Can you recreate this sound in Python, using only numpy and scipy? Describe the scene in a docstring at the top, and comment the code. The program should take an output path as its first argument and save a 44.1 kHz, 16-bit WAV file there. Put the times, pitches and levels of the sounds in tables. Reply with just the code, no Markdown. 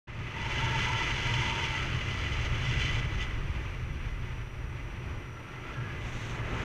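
"""A paraglider flies over snowy mountains, heard from a camera in a closed housing.
The airstream rushes in and eddies buffet the housing into booms. For the first three seconds the air
catches an edge and hisses through the housing's resonances; early on a gap and the lines whistle.
Then the glider turns and the rush softens, baring a faint electronic whine. Near the end the lines
sing again, a thin hiss grazes the housing and the rush builds back up."""
import sys
import numpy as np
from scipy import signal
from scipy.fft import rfft, irfft, next_fast_len
from scipy.io import wavfile
from scipy.ndimage import map_coordinates

SR = 44100
rng = np.random.default_rng(int(sys.argv[2]) if len(sys.argv) > 2 else 0)


def to_wav(s):
    """Save 16-bit WAV."""
    ch = np.atleast_2d(s).T  # columns
    pcm = np.round(np.clip(ch, -1, 1) * 32767)  # PCM
    wavfile.write(sys.argv[1], SR, pcm.astype(np.int16))


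N = 292824
T = np.arange(N) / SR

# strength of the airstream: t/s, level/dB
AIRSPEED_RIDE = [(0.08, -47), (0.35, -41.5), (0.58, -37.5), (0.92, -36.5), (1.72, -38.5), (2.05, -39.5),
                 (2.88, -39.5), (3.4, -44), (3.85, -46.0), (4.28, -46.0), (4.5, -47.5), (5.05, -45.5),
                 (5.42, -47.0), (5.75, -43.0), (6.1, -43), (6.52, -38), (6.64, -37)]
# the air swings to the side in the turn: t/s, share/0-1
SIDE_RIDE = [(4.25, 0.16), (4.6, 0.38), (5.4, 0.5), (5.85, 0.58), (6.25, 0.37), (6.42, 0.98)]
# tone of the rush: f/Hz, level/dB
RUSH_EQ = [(60, -26), (170, 3.5), (260, 4), (355, 4), (480, 0.5), (720, -4), (900, -0.5), (1250, 2),
           (1750, 2), (2500, 4.5), (3000, -4), (3800, -13), (5200, -19.5), (9000, -34.5), (15000, -48)]
# peaks and notches of the housing wall: f/Hz, width/Hz, gain/dB
WALL_MODES = [(359, 26, 3.5), (605, 36, 3.5), (880, 110, 2.5), (1210, 69, 2.5), (2017, 27, 7),
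              (2176, 80, -3.5), (2460, 100, -2)]
# strength of the large eddies: t/s, level/dB
EDDY_RIDE = [(0.08, -45), (0.3, -38.5), (0.75, -36.5), (1.8, -36.5), (2.25, -32.5), (3.18, -30.5),
             (3.72, -35.5), (3.92, -33), (4.6, -39.0), (5.15, -35.5), (5.42, -46), (5.85, -42.5),
             (6.64, -34)]
# tone of their rumble: f/Hz, level/dB
RUMBLE_EQ = [(8, -24), (22, -0.5), (36, -2.5), (55, -1), (80, -2), (120, -9.5), (200, -24.5), (400, -30.5),
             (900, -62), (2000, -120)]
# eddies that set the mount booming: start/s, end/s, boost/dB
BOOM_CUES = [(0.163, .27, 7.5), (0.586, .84, 4.5), (1.24, 1.4, 6), (1.87, 1.98, 4.5), (2.549, 3.035, 4),
             (5.748, 5.94, 8)]
# tone of the edge hiss: f/Hz, level/dB
EDGE_EQ = [(600, -45), (1500, -5.5), (1850, -12), (2050, -2.5), (2300, 2), (2600, -4.5), (3000, -0.5),
           (3450, -2), (3800, -21), (5400, -14), (6500, -17.5), (7200, -26.5), (10000, -41), (15000, -49)]
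# peaks and notches of the housing: f/Hz, width/Hz, gain/dB
HOUSING_MODES = [(2013, 68, 11.5), (2150, 82, -2.5), (2760, 105, 5), (3038, 94, 6), (3160, 130, -13),
                 (4067, 90, 13), (4320, 200, -3), (4690, 270, 4.5), (5200, 270, -4), (6260, 150, 7),
                 (7450, 330, 4), (9200, 520, 5.5)]
# the air catches the edge squarely: start/s, end/s, boost/dB
EDGE_CUES = [(.48, .75, 2), (.75, 1.22, 3), (1.22, 1.82, 4.3), (1.96, 2.47, 3.5), (2.62, 3.003, 5.7),
             (2.785, 2.88, 4), (3.197, 3.247, 11.5), (5.53, 5.78, 3.3)]
# air blows across a gap: start/s, end/s, steady level/dB, overblown level/dB
GAP_CUES = [(0.352, 0.606, -47.5, -55), (.62, 0.793, -40.5, -54), (0.855, 1.02, -41, -41.5),
            (1.057, 1.37, -48.5, -49), (1.372, 1.66, -45.5, -46.5), (1.68, 1.768, -43, -57)]
# the glider's lines at cruise: f/Hz, level/dB
LINE_TONES = [(1343, -56.5), (1661, -59.5)]
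# a line sings out: start/s, end/s, f/Hz, level/dB
LINE_CUES = [(.6, 1.117, 1355, -47), (.62, 0.851, 1678, -45.5), (1.72, 1.86, 1350, -44),
             (5.24, 5.606, 1343, -55), (5.634, 5.825, 1347, -50.5), (5.74, 5.956, 1647, -49.5)]
# tone of the grazing hiss: f/Hz, level/dB
GRAZE_EQ = [(1500, -30), (3000, -4), (3700, 5), (4900, -13), (5700, -2), (6100, -2), (6380, 2), (6650, -4),
            (7500, -7.5), (8300, -17), (15000, -33)]
# air grazes the housing in the turn: start/s, end/s, level/dB
GRAZE_CUES = [(6.03, 6.372, -55), (6.478, 6.7, -57.5)]
# partials of the electronic whine: f/Hz, level/dB
WHINE_TONES = [(5846, -71), (8780, -80), (11687, -88), (11719, -88), (14626, -83.5)]

CRUISE_DB = -40  # airstream strength at cruise; flow is in dB above this


def airstream(flow, side, gust, flutter, base_db=-40):
    """The broad rush, coloured by the housing wall; brighter when the air is fast and head on."""
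    air = noise(lambda f: eq_curve(RUSH_EQ, f) * mode_gain(WALL_MODES, f))
    lows = filtered(air, lambda f: 1 / (1 + (f / 800) ** 2))
    highs = air - lows
    bright_db = 0.17 * flow - 5 * side
    tilted = lows * amp(-bright_db) + highs * amp(bright_db + 0.77 * flutter)
    return amp(base_db + flow + 0.76 * gust) * tilted


def buffeting(flow, gust):
    """Large eddies rumble on the housing; they and the airstream set its mount booming."""
    eddy_db = ride(EDDY_RIDE)
    rumble = amp(eddy_db - 1.37 + 0.22 * gust) * noise(lambda f: eq_curve(RUMBLE_EQ, f))
    boost_db = sum(db * swell(start, end, rise_s=0.061, fall_s=0.14) for start, end, db in BOOM_CUES)
    boom_db = -40 + 0.5 * flow + 0.4 * (eddy_db - eddy_db.mean()) + boost_db
    boom = amp(boom_db) * noise(lambda f: resonance(f, hz=117.3, width=41) ** 2)
    return rumble + boom


def edge_hiss(flow, side, gust, flutter, spit_db=1.44, shelter_db=14):
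    """Air tears off an edge in tiny bursts that ring the housing; two of its resonances sing."""
    boost_db = sum(db * swell(start, end, rise_s=0.048, fall_s=0.029) for start, end, db in EDGE_CUES)
    edge_db = -42.5 + 2.08 * flow - shelter_db * side + boost_db
    bursts = rng.standard_normal(N) * amp(spit_db * wobble(450) + 0.89 * flutter)
    hiss = unit(filtered(bursts, lambda f: eq_curve(EDGE_EQ, f) * mode_gain(HOUSING_MODES, f)))
    low_ring = amp(-9) * whistle(1992, width_hz=23, waver=0.00307)
    high_ring = amp(-17) * whistle(3060, width_hz=28, waver=0.003)
    return amp(edge_db + 0.94 * gust) * (hiss + low_ring + high_ring)


def gap_whistle(flow, gust, idle_db=-64.5):
    """Air across a gap blows a steady and an overblown note; the steady one lingers faintly."""
    steady_gain, overblown_gain = sum(amp(dbs)[:, None] * swell(start, end, rise_s=0.05, fall_s=0.059)
                                      for start, end, *dbs in GAP_CUES)
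    steady = (steady_gain + amp(idle_db + flow)) * whistle(904, width_hz=28, waver=0.0076)
    overblown = overblown_gain * whistle(974, width_hz=28, waver=0.0076)
    return amp(0.47 * gust) * (steady + overblown)


def line_whistles(flow, gust):
    """The lines shed vortices, louder in faster air; now and then one sings out."""
    voices = [(hz, amp(db + 2.6 * flow)) for hz, db in LINE_TONES]
    for start, end, hz, db in LINE_CUES:
        voices.append((hz, amp(db) * swell(start, end, rise_s=0.08, fall_s=0.13)))
    return amp(0.31 * gust) * sum(gain * whistle(hz, width_hz=40, waver=0.0081) for hz, gain in voices)


def grazing_hiss(flutter):
    """A thin, fluttering hiss as the air swings round and skims the side of the housing."""
    gain = sum(amp(db) * swell(start, end, rise_s=0.18, fall_s=0.1) for start, end, db in GRAZE_CUES)
    return gain * amp(flutter) * noise(lambda f: eq_curve(GRAZE_EQ, f))


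def electronics():
    """A faint bed of the camera's own whine and hiss, swelling in at the start."""
    whine = sum(amp(db) * np.sqrt(2) * np.sin(2 * np.pi * hz * T + 0.28 * wobble(25))
                for hz, db in WHINE_TONES)
    fuzz = amp(-73) * noise(lambda f: resonance(f, hz=5770, width=400) ** 2)
    hiss = amp(-72) * noise(lambda f: eq_curve([(7000, 2.5), (11500, -2), (14000, -7)], f))
    fade_in = amp(np.interp(T, [0.07, 0.14, 0.5], [-18, -7, 0]))
    return (whine + fuzz + hiss) * fade_in


def whistle(pitch_hz, width_hz, waver):
    """Vortex shedding: a breathy tone whose pitch wavers at random."""
    phase = 2 * np.pi * np.cumsum(pitch_hz * (1 + waver * wobble(14))) / SR
    narrow = lambda f: 1 / (1 + (f / width_hz) ** 2)
    return noise(narrow) * np.cos(phase) + noise(narrow) * np.sin(phase)


def noise(response):
    """Coloured noise of rms 1."""
    return unit(filtered(rng.standard_normal(N), response))


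def filtered(x, response):
    """Run x through a frequency response, padded to leave room for the ring-out."""
    size = next_fast_len(N + SR // 2)
    return irfft(rfft(x, size) * response(np.fft.rfftfreq(size, 1 / SR)), size)[:N]


def eq_curve(points, hz):
    """Gain of an EQ drawn through (f/Hz, level/dB) points on a log axis."""
    f, db = np.transpose(points)
    return amp(np.interp(np.log(hz + 1), np.log(f + 1), db))


def mode_gain(modes, f):
    """A resonant body lifts some narrow bands and swallows others."""
    return np.prod([1 + (amp(db) - 1) * resonance(f, hz, width) for hz, width, db in modes], axis=0)


def resonance(f, hz, width):
    """A resonant band-pass with gain 1 at its centre."""
    return 1j * f * width / (hz * hz - f * f + 1j * f * width)


def ride(points):
    """A fader ride through (t/s, value) points."""
    return np.interp(T, *np.transpose(points))


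def swell(start, end, rise_s, fall_s):
    """Attack, hold and release between 0 and 1, half open at start and end."""
    return np.clip(np.minimum(0.5 + (T - start) / rise_s, 0.5 + (end - T) / fall_s), 0, 1)


def wobble(rate):
    """Smooth random modulation, rate points a second."""
    return map_coordinates(rng.standard_normal(4096), [T * rate], mode="mirror")


def amp(db):
    """Decibels to gain."""
    return 10 ** (np.asarray(db) / 20)


def unit(x):
    """Scale to rms 1."""
    return x / np.sqrt(np.mean(x ** 2) + 1e-20)


def scene():
    """The mono mix: one airstream, with its gusts and fast flutter, drives the wind layers."""
    flow = ride(AIRSPEED_RIDE) - CRUISE_DB
    side = ride(SIDE_RIDE)
    gust, flutter = wobble(13), wobble(70)
    body = buffeting(flow, gust) + airstream(flow, side, gust, flutter)
    hiss = edge_hiss(flow, side, gust, flutter) + grazing_hiss(flutter)
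    whistles = gap_whistle(flow, gust) + line_whistles(flow, gust)
    return (body + hiss + whistles + electronics())[None]


def record(dry):
    """A moment of silence, snap fades in and out, and a steep high cut."""
    start_s, high_cut_hz = 0.071, 14850
    fades = np.interp(T, [start_s, start_s + 0.009, T[-1] - 0.004, T[-1]], [0, 1, 1, 0])
    high_cut = signal.ellip(12, 0.1, 90, high_cut_hz, fs=SR, output="sos")
    return signal.sosfilt(high_cut, dry * fades)


dry = scene()
out = record(dry)
to_wav(out)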